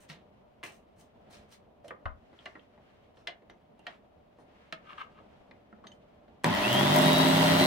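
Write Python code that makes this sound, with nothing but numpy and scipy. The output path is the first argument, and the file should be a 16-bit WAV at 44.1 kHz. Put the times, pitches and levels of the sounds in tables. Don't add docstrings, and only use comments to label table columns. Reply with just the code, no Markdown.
import sys
import numpy as np
from scipy import signal
from scipy.fft import rfft, irfft, next_fast_len
from scipy.io import wavfile
from scipy.ndimage import uniform_filter1d

SR = 44100
rng = np.random.default_rng(int(sys.argv[2]) if len(sys.argv) > 2 else 0)


def invert_db(level):
    return 10 ** (np.asarray(level, dtype=float) / 20)


def output_pcm(signal):
    pcm = np.clip(np.atleast_2d(signal).T, -1, 1) * 32767
    wavfile.write(sys.argv[1], SR, np.round(pcm).astype(np.int16))


N = 337792

TAIL_S = np.arange(12000) / SR
FIELD_HZ, BARS = 100, 24
FULL_HZ = 160
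ROAR = (-28.5, 7.4)
# (frequency [Hz], width [Hz], level [dB])
WHINE_LEFT = [(2670, 140, -35), (2900, 200, -41), (3190, 280, -33.5), (3480, 160, -45), (3850, 60, -34),
              (3930, 100, -52), (4020, 40, -35)]


def evened(x):
    return x / np.sqrt(np.mean(x ** 2) + 1e-20)


def read(points, hz):
    f, value = np.transpose(points)
    return np.interp(np.log(hz + 1), np.log(f + 1), value)


def add(mix, start_s, sound):
    part = mix[round(start_s * SR):][:len(sound)]
    part += sound[:len(part)]


def band(x, lo_hz, hi_hz):
    return evened(signal.sosfilt(signal.butter(3, [lo_hz, hi_hz], "band", fs=SR, output="sos"), x))


def coloured(size, spectrum):
    gain = invert_db(read(spectrum, np.fft.rfftfreq(size, 1 / SR)))
    return irfft(rfft(rng.standard_normal(size)) * gain, size)


def resonate(x, hz, width_hz):
    turn = np.exp(2j * np.pi * np.cumsum(hz * np.ones(len(x))) / SR)
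    r = np.exp(-np.pi * width_hz / SR)
    return 2 * (turn * signal.lfilter([1 - r], [1, -r], x / turn)).real


def waver(size, span_s):
    steps = round(span_s * SR)
    return evened(uniform_filter1d(uniform_filter1d(rng.standard_normal(size), steps), steps))


def burst(shape, lo_hz, hi_hz):
    rms = np.sqrt(np.mean(shape ** 2))
    return band(rng.standard_normal(len(shape)) * shape, lo_hz, hi_hz) * rms


def slide(peak_s, db, rise_s, hold_s, fall_s):
    t = np.arange(max(peak_s - rise_s, 0), peak_s + hold_s + fall_s, 1 / SR)
    away = np.maximum((peak_s - t) / rise_s, (t - peak_s - hold_s) / fall_s)
    return t, db - 30 * np.maximum(away, 0)


def rings(rows, rise_s):
    out = np.zeros(N)
    for s, hz, db, t60_s in rows:
        envelope = invert_db(db - 60 * TAIL_S / t60_s) * np.minimum(TAIL_S / rise_s, 1)
        add(out, s, envelope * np.sin(2 * np.pi * hz * TAIL_S))
    return out


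def air():
    # (frequency [Hz], density [dB per Hz])
    air_spectrum = [(12, -26), (20, -16), (86, -11.5), (107, -12), (210, -9.5), (347, -13.5), (434, -10),
                    (485, -10), (574, -12), (759, -9.5), (825, -13.5), (949, -13.5), (3070, -21),
                    (4540, -31.5), (16000, -57.5)]
    # (time [s], half length [s], cloth lift [dB], hum lift [dB])
    swells = [(.05, 0.19, 5.5, 0.5), (1.36, 0.16, 6.5, 3), (1.944, 0.26, -0.5, 2.5), (2.446, 0.18, 7.5, 0),
              (2.93, 0.15, 6, -0.7), (3.91, 0.062, 12.5, 0.5), (4.62, 0.12, 8, -0.6), (4.95, 0.13, 12, 1),
              (5.3, 0.17, 4, 3), (5.913, 1, 2.5, 1.2)]
    t, noise = np.arange(N) / SR, coloured(N, air_spectrum)
    lifts_db = [np.outer(lift_db, np.exp(-((t - s) / half_s) ** 2)) for s, half_s, *lift_db in swells]
    cloth_db, hum_db = sum(lifts_db)
    cloth_db = cloth_db - 76.5 + 7.5 + 1.2 * waver(N, .02)
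    hum_db = hum_db - 62 + 1.2 * waver(N, .04)

    low = signal.sosfilt(signal.butter(2, 900, fs=SR, output="sos"), noise)
    hum = evened(low)
    for hz, width_hz, db in [(587.5, 27, -9.5), (219.0, 25, -17.5), (73.0, 11, -17)]:
        hum += invert_db(db) * evened(resonate(noise, hz, width_hz))
    cloth = evened(noise - low)
    hiss = invert_db(-94) * band(rng.standard_normal(N), 9000, 17000)
    return hum * invert_db(hum_db) + cloth * invert_db(cloth_db) + hiss


def scuffs():
    # (peak time [s], hiss level [dB], rise [s], fall [s], body level [dB rel hiss])
    strokes = [(0.012, -62, 0.096, 0.045, -5.5), (0.092, -65, .015, 0.074, 12.5),
               (0.64, -55, 0.017, 0.14, 1.5), (0.747, -73, .04, 0.08, -3), (.992, -66.5, 0.045, .08, 0.5),
               (1.309, -63, .015, 0.06, 3), (1.335, -67, .04, 0.12, 10), (1.52, -64, 0.05, 0.055, 4),
               (1.845, -73.5, 0.018, 0.091, 8), (2.441, -84, .35, 0.29, 14),
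               (3.168, -82.5, 0.034, 0.22, 11), (4.397, -84, 0.06, 0.076, 9), (4.91, -80, .08, .06, -3),
               (4.985, -79, .04, .07, -3), (5.868, -80, 0.028, .04, 4), (5.918, -79, .03, .06, 6)]
    # (frequency [Hz], density [dB per Hz])
    sliding_hiss = [(2060, -39.5), (3500, -21), (4970, -15), (6010, 7.5), (7300, 2), (8470, 7), (10700, -2),
                    (16000, -5)]
    out = np.zeros(N)
    for s, db, rise_s, fall_s, body_db in strokes:
        t, hiss_db = slide(s, db, rise_s, 0.017, fall_s)
        body = invert_db(body_db) * band(rng.standard_normal(len(t)), 1000, 5500)
        grain = invert_db(hiss_db + 3.8 * waver(len(t), 0.0023))
        friction = evened(coloured(len(t), sliding_hiss)) + body
        add(out, t[0], grain * friction * signal.windows.tukey(len(t), .15))
    return out


def thumps():
    # (time [s], peak level [dB], frequency [Hz], t60 [s])
    worktop = [(0.096, -37.5, 171, 0.13), (0.631, -49, 138, 0.12), (2.055, -20, 82, 0.058),
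               (2.118, -62, 69, 0.098), (4.723, -45.5, 186, 0.13), (5.726, -41.5, 220, 0.11),
               (5.849, -45, 217, 0.13), (6.446, -25, 142, 0.31)]
    out, t = np.zeros(N), TAIL_S
    for s, db, hz, t60_s in worktop:
        sag = np.sin(2 * np.pi * hz * t * (1 - 2.1 * t))
        add(out, s, invert_db(db - 60 * t / t60_s) * sag * np.minimum(t / 0.013, 1))
    return out


def knocks():
    # (time [s], body peak [dB], edge level [dB rel body], t60 [s])
    light_taps = [(0.0979, -46, 6.5, 0.23), (0.6296, -39, -4.5, 0.24), (1.3051, -58, -1, 0.31),
                  (1.8442, -53, -8, 0.12), (1.9062, -29, -29, 0.055), (2.3284, -53, -10, 0.093),
                  (2.389, -61, -5, 0.079), (2.5524, -37, -26, 0.096), (2.7753, -56.5, -11, 0.12),
                  (3.1426, -64, -5, 0.074), (3.1702, -57.5, 2, 0.099), (3.4214, -56, -12, 0.076),
                  (3.497, -44.5, -3, 0.089), (4.725, -29, -1, 0.06), (5.7259, -50, -34, 0.066),
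                  (5.8403, -49.5, -9, 0.2), (5.868, -52.5, 11.5, 0.052), (5.918, -62, 9, 0.065)]
    clicks = [
        (0.635, -41, -2.5, 0.25),
        (1.88, -46.5, -0.5, 0.099),
        (3.7918, -61, -0.5, 0.081),
        (4.3852, -58, -16, 0.41),
    ]
    plug_knocks = [(2.0549, -27.5, -16, 0.069), (2.456, -33.5, -5, 0.1), (3.2711, -32, 4.5, 0.12),
                   (3.8663, -30.5, -0.5, 0.09), (5.5105, -43.5, -6, 0.046), (5.7848, -59, -19, 0.12),
                   (6.28, -58, -5, 0.13)]
    switch = [
        (6.436, -40, -2, .1),
        (6.4428, -17, -1, .035),
        (6.446, -25, -9, .18),
        (6.9609, -19, -9, .04),
    ]
    kinds = [(light_taps, (-0.56, -0.46, -15)), (plug_knocks, (-3, -0.64, -22)),
             (clicks, (-4, -0.91, 1.1)), (switch, (2, .01, -1))]
    out, t = np.zeros(N), TAIL_S
    blow = (1 + 1.34 * np.exp(-t / 0.0021)) * np.minimum(t / 0.0012, 1)
    for rows, (thud_0_db, slope, tick_0_db) in kinds:
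        for s, db, edge_db, t60_s in rows:
            fall_db = -60 * t / np.clip(t60_s, .02, .6)
            thud_db = thud_0_db + slope * (db + 42.5)
            tick_db = tick_0_db + edge_db
            thud = burst(blow * invert_db(thud_db + 0.59 * fall_db), 206, 840)
            body = burst(blow * invert_db(fall_db), 970, 2020)
            edge = burst(blow * invert_db(edge_db + 0.99 * fall_db), 1640, 4110)
            tick = burst(blow * invert_db(tick_db + 2.5 * fall_db), 3200, 11100)
            add(out, s, invert_db(db - 8.5) * (thud + body + edge + tick))
    return out


def pings():
    # (time [s], frequency [Hz], level [dB], t60 [s])
    knock_modes = [(.098, 1970, -45.5, 0.081), (.636, 1990, -38, 0.11), (.632, 2570, -39.5, 0.27),
                   (1.842, 572, -37.5, 0.11), (1.88, 3000, -50.5, 0.11), (1.908, 488, -37.5, 0.054),
                   (1.908, 1175, -39.5, 0.11), (2.057, 667, -31, 0.059), (2.057, 1115, -31, 0.081),
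                   (2.057, 1370, -34.5, 0.12), (2.389, 3180, -48, 0.033), (2.458, 660, -41, 0.087),
                   (2.555, 1500, -49, 0.056), (2.593, 3070, -47.5, 0.024), (2.055, 2740, -43.5, 0.062),
                   (3.273, 670, -40, 0.19), (3.869, 682, -34, 0.052), (5.512, 2230, -46.5, 0.025),
                   (5.725, 1290, -43, 0.034), (5.84, 1140, -39.5, 0.044), (5.917, 6300, -58, 0.04)]
    mixer_body = [
        (6.445, 246, -24.5, 0.41),
        (6.445, 970, -25.5, 0.47),
        (6.962, 680, -26, .15),
    ]
    out = np.zeros(N)
    for s, hz, db, t60_s in knock_modes + mixer_body:
        envelope = invert_db(db - 2.5 - 60 * TAIL_S / t60_s) * np.minimum(TAIL_S / 0.00073, 1)
        add(out, s, burst(envelope, 0.878 * hz, 1.123 * hz))
    return out


def cracks():
    # (time [s], peak level [dB], frequency [Hz])
    contacts = [(.6302, -33, 1900), (.636, -29, 1900), (.6378, -29, 2100), (2.4578, -34, 2900),
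                (2.4602, -33, 2400), (2.4652, -34, 2000), (3.2735, -29, 3300), (3.2752, -28, 2900),
                (3.28, -31, 2200), (4.7253, -23, 2500), (4.727, -26, 1700), (5.8695, -38, 3100),
                (5.873, -39, 3700), (6.4428, -17, 1100), (6.4442, -18, 2100), (6.9622, -16, 800)]
    # (time [s], frequency [Hz], level [dB], t60 [s])
    plates = [(2.458, 1150, -42, .05), (2.458, 2850, -42, .05), (2.463, 2000, -40, .05),
              (2.458, 4300, -50, .03), (3.273, 2050, -36, .06), (3.273, 1150, -40, .05),
              (3.273, 3390, -37, .05), (3.285, 2920, -43, .12), (3.273, 4900, -46, .04),
              (3.869, 1868, -40, .07), (3.869, 2256, -40, .045), (3.869, 3305, -41, .042),
              (4.727, 635, -37, .12), (4.726, 1281, -36, .06), (4.726, 2557, -42, .07),
              (4.726, 2837, -40, .04), (5.87, 3112, -47, .046), (5.87, 3768, -48, .037),
              (5.87, 4420, -53, .05), (5.87, 6304, -56, .1), (5.839, 1170, -46, .08),
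              (5.917, 3050, -47, .04), (2.389, 3200, -51, .04), (3.5, 5900, -64, .06),
              (3.795, 2780, -58, .08), (2.056, 1250, -33, .04), (6.443, 980, -22, .05)]
    cycles = 4.5
    contact = -invert_db(6.5) * rings([(s, hz, db, cycles / hz) for s, db, hz in contacts], .0001)
    both = signal.butter(2, 400, "high", fs=SR, output="sos")
    return signal.sosfilt(both, contact) + invert_db(1.5) * rings(plates, .0008)


def phone_jolts():
    # (time [s], frequency [Hz], level [dB], t60 [s])
    jolts = [
        (2.056, 36, -26.5, 0.18),
        (2.112, 34, -44, 0.11),
    ]
    return np.outer([1, -.3], rings(jolts, .008))


def pin_rings():
    # (time [s], frequency [Hz], level [dB], t60 [s])
    pins = [(3.17, 1310, -63, .35), (3.17, 2650, -68, .2), (3.175, 5450, -73, .25), (3.505, 5960, -73, .2),
            (3.8, 2780, -64, .18), (4.395, 9200, -79, .25), (2.389, 3200, -52, .05)]
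    return rings(pins, .003) * (.6 + waver(N, .0015))


def rubs():
    # (full level from [s], level [dB], rise [s], hold [s], fall [s])
    rub_strokes = [
        (4.9, -47.5, 0.075, 0.033, 0.02),
        (4.98, -45.5, 0.012, 0.016, 0.02),
        (5.008, -41.5, .03, .008, .04),
        (5.188, -59, 0.12, .005, 0.037),
    ]
    # (frequency [Hz], width [Hz], level [dB])
    plug = [(1230, 33, 22.5), (1560, 33, 13), (1590, 190, 11), (2130, 68, 1), (2700, 23, 8.5),
            (3080, 30, 1), (3660, 57, -35)]
    out = np.zeros(N)
    for row in rub_strokes:
        t, db = slide(*row)
        jerks = rng.random(len(t)) < 900 / SR
        slips = rng.standard_normal(len(t)) * (0.33 + 3.7 * jerks)
        body = sum(invert_db(mode_db) * evened(resonate(resonate(slips, hz, 2.0 * width_hz + 60), hz, 500))
                   for hz, width_hz, mode_db in plug)
        rub = evened(body) + 0.42 * band(slips, 1400, 3000)
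        add(out, t[0], invert_db(db + 4.0) * rub * signal.windows.tukey(len(t), .15))
    return out


def spin():
    # (time [s], shaft speed [Hz])
    speed = [(6.44, 55.7), (6.544, 84.5), (6.65, 110.6), (6.74, 129.5), (6.81, 139.6), (6.9, 149),
             (7.03, 157.5), (7.25, 161.4), (7.66, 167.4)]
    s, hz = np.transpose(speed)
    t = np.arange(s[0], s[-1], 1 / SR)
    hz = np.interp(t, s, hz)

    def level_at(db, per_octave_db):
        return db + per_octave_db * np.log2(hz / FULL_HZ)
    return t, hz, level_at


def whine(hz, housing):
    return np.sqrt(sum(invert_db(2 * db) / (1 + (2 * (hz - f) / width_hz) ** 4) for f, width_hz, db in housing))


def bar_whine():
    # (frequency [Hz], width [Hz], level [dB])
    whine_right = [(2670, 140, -35), (2900, 200, -41), (3190, 280, -33.5), (3480, 160, -44),
                   (3825, 85, -35), (3915, 60, -46), (4015, 50, -35)]
    # (shaft order [-], level at full speed [dB])
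    side_orders = [(12, -50), (21, -45), (22, -48), (23, -48), (25, -45), (27.5, -51), (48, -57)]
    t, hz, level_at = spin()
    shaft = 2 * np.pi * np.cumsum(hz * (1 + .0008 * waver(len(t), .0084))) / SR
    out = np.zeros((2, N))
    for port, housing in enumerate([WHINE_LEFT, whine_right]):
        gain = whine(BARS * hz, housing) * invert_db(1.0 + 1.5 * waver(len(t), .02))
        main = gain * np.sin(BARS * shaft + .4 * np.sin(2 * np.pi * FIELD_HZ * t) + port)
        side = sum(invert_db(level_at(db, 14) + 4 * waver(len(t), .06)) * np.sin(k * shaft + 2 * port)
                   for k, db in side_orders)
        add(out[port], t[0], np.sqrt(2) * (main + side))
    return out


def motor_roar():
    # (frequency [Hz], density [dB per Hz])
    housing = [(15, -89), (25, -27), (127, 11), (157, -23), (229, -0.5), (263, 11), (301, 5), (439, -28),
               (607, -9), (1560, -21.5), (1890, -18.5), (2410, -23.5), (3920, -20.5), (5000, -15.5),
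               (16000, -24)]
    # (frequency [Hz], width [Hz], level [dB rel roar])
    shell_modes = [(640, 34, -9), (950, 50, -7), (1930, 90, -10), (3120, 80, -13), (8970, 200, -24),
                   (7780, 150, -30), (2800, 60, -14), (810, 40, -8), (4490, 85, -25), (5300, 70, -29),
                   (5840, 120, -31), (360, 30, -10)]
    t, hz, level_at = spin()
    size = len(t)
    roar_db, rush_db = level_at(*ROAR), level_at(-28.5, 4.1)
    fan_db, hiss_db = level_at(-45.5, 12), level_at(-44, 16)
    throb = 1 + 0.2 * np.cos(2 * np.pi * np.cumsum(hz) / SR) + 0.25 * np.cos(2 * np.pi * FIELD_HZ * t)
    throb *= invert_db(0.68 * waver(size, 0.0021))

    def layer(db, lo_hz, hi_hz):
        return invert_db(db) * band(coloured(size, housing) * throb, lo_hz, hi_hz)

    white = rng.standard_normal(size) * throb
    shell = np.zeros(size)
    for f, width_hz, db in shell_modes:
        mode = evened(resonate(white, f * (1 + .012 * waver(size, .08)), width_hz))
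        shell += invert_db(level_at(db, 0.00086 * f) + 3.0 * waver(size, 0.04)) * mode
    brushes = evened(resonate(resonate(white, 0.92 * BARS * hz, 1100), 1.02 * BARS * hz, 1900))
    fuzz = evened(resonate(rng.standard_normal(size), BARS * hz, 130))
    fuzz *= whine(BARS * hz, WHINE_LEFT) * invert_db(-12)

    low = layer(roar_db - 10.5, 49, 420) + layer(roar_db, 453, 1500) + layer(rush_db - 2.5, 1270, 3500)
    high = invert_db(rush_db - 14.5) * brushes + fuzz
    high += layer(fan_db, 3000, 12700) + layer(hiss_db, 11600, 21500)
    current = np.clip((t - 6.442) / .01, 0, 1)
    out = np.zeros(N)
    add(out, t[0], (low + high + invert_db(roar_db) * shell) * current)
    return out


def motor_lines():
    # (frequency [Hz], level [dB])
    mount = [(56, -58), (107, -58), (125, -37.5), (165, -30), (200, -45), (236, -40), (261, -27.5),
             (268, -31)]
    mixes = [(1, 2), (1, -1), (2, 0)]
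    mixes_db = [-13, -35, -27]
    harmonics_db = [-21.5, -5.5, -46, -17, -19, -7.5, -13, -30, -19]
    t, hz, level_at = spin()
    spin_db, beat_db, roar_db = read(mount, hz), read(mount, hz + FIELD_HZ), level_at(*ROAR)
    shaft = 2 * np.pi * np.cumsum(hz * (1 + 0.0015 * waver(len(t), 0.0084))) / SR
    field = 2 * np.pi * FIELD_HZ * t

    def tone(turn, db, loose_db):
        gain = np.sqrt(2) * invert_db(db + loose_db * waver(len(t), 0.012))
        return gain * np.sin(turn + 2 * np.pi * rng.random())

    lines = tone(shaft, spin_db + .5, 2.0) + tone(shaft + field, beat_db - .5, 2.0)
    for (a, b), db in zip(mixes, mixes_db):
        lines += tone(a * shaft + b * field, beat_db + db, 1.4)
    for k, db in enumerate(harmonics_db, 1):
        lines += tone(k * field, roar_db + db, 2.6)
    out = np.zeros(N)
    add(out, t[0], lines * np.clip((t - 6.444) / .006, 0, 1))
    return out


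def beater_ticks():
    # (time [s], peak level [dB], frequency [Hz])
    beats = [(6.4637, -27, 8020), (6.478, -33, 8000), (6.729, -20, 12500), (6.7407, -21.5, 7900),
             (6.9618, -15, 13100), (6.986, -18, 8100), (7.1322, -19.5, 9100), (7.1833, -19.5, 10000),
             (7.284, -21, 7300), (7.425, -28, 12400), (7.4475, -26, 7800), (6.5048, -32, 5600),
             (6.5477, -28, 5400), (6.7942, -25, 5800), (6.9428, -24, 4900), (7.0211, -21, 5500),
             (7.06, -25, 6000)]
    out = np.zeros(N)
    for s, db, hz in beats:
        ping = burst(invert_db(db - 10.5 - 60 * TAIL_S / 0.0083), 0.94 * hz, 1.07 * hz)
        splash = burst(invert_db(db - 9 - 60 * TAIL_S / 0.017), 2800, 18000)
        add(out, s, ping + splash)
    return out


def glass_rings():
    # (time [s], frequency [Hz], level [dB], t60 [s])
    glass = [
        (6.955, 608, -21.5, .3),
        (7.02, 602, -22.5, .3),
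        (7.425, 602, -22, .3),
        (7.53, 601, -27, .35),
        (7.61, 362, -22, .3),
    ]
    return rings(glass, 0.0013)


def room(x, room_db):
    # (frequency [Hz], t60 [s])
    kitchen = [(250, 0.42), (660, 0.27), (1740, 0.23), (4590, 0.13)]
    taps = np.zeros((2, SR // 2))
    at = np.arange(150, SR // 2 - 20, 20) + rng.integers(0, 20, (2, (SR // 2 - 151) // 20))
    np.put_along_axis(taps, at, rng.choice([-1., 1.], at.shape), 1)
    hz, t, z = signal.stft(taps, SR, nperseg=256)
    t60_s = np.clip(read(kitchen, hz), .08, .8)[:, None]
    tail = signal.istft(z * invert_db(-60 * t / t60_s), SR, nperseg=256)[1]
    wet = signal.fftconvolve(x[None], tail / np.linalg.norm(tail[0]), axes=1)[:, :N]
    return (x + invert_db(room_db) * wet) / np.sqrt(1 + invert_db(2 * room_db))


def ports(shared, apart):
    # (frequency [Hz], likeness [-])
    likeness = [(60, 0.64), (120, 1), (240, 0.81), (480, 0.17), (950, -1.1), (1890, -0.34), (3770, -0.81),
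                (7520, -1), (15000, -0.87)]
    # (frequency [Hz], left minus right [dB])
    tilt = [(60, -0.64), (180, -1.8), (550, 0.61), (1650, 1.2), (4970, -0.63), (15000, 2)]
    lag_s = 0.00028
    size = next_fast_len(N + 4096)
    f = np.fft.rfftfreq(size, 1 / SR)
    turn = np.arccos(np.clip(read(likeness, f), 0, 1)) / 2
    a, b = rfft(apart, size)
    common, differing = np.cos(turn) * a, np.sin(turn) * b
    pair = np.array([common + differing, common - differing]) + rfft(shared, size)
    lag = np.exp(-1j * np.pi * f * lag_s / (1 + (f / 1100) ** 2))
    half = invert_db(read(tilt, f) / 2) * lag
    return irfft(pair * [half, 1 / half], size)[:, :N]


def scene():
    struck = thumps() + knocks() + pings() + cracks() + pin_rings() + beater_ticks()
    handling = room(struck, -8) + room(rubs(), -9) + room(scuffs(), 2.5)
    direct = handling.mean(0)
    near_echo = .5 * np.roll(direct, 40)
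    steady = np.array([air() + motor_roar(), air() + motor_roar()])
    paths = steady + np.array([direct, handling[0] - direct + near_echo])
    return ports(motor_lines() + glass_rings(), paths) + bar_whine() + phone_jolts()


def roll_off(x):
    return signal.sosfilt(signal.butter(12, 16970, fs=SR, output="sos"), x)


def record(dry):
    low_pass = signal.firwin(401, 15950, window=("kaiser", 9), fs=SR)
    limited = signal.oaconvolve(dry, low_pass[None], "same", axes=1)
    return roll_off(limited)


dry = scene()
out = record(dry)
output_pcm(out)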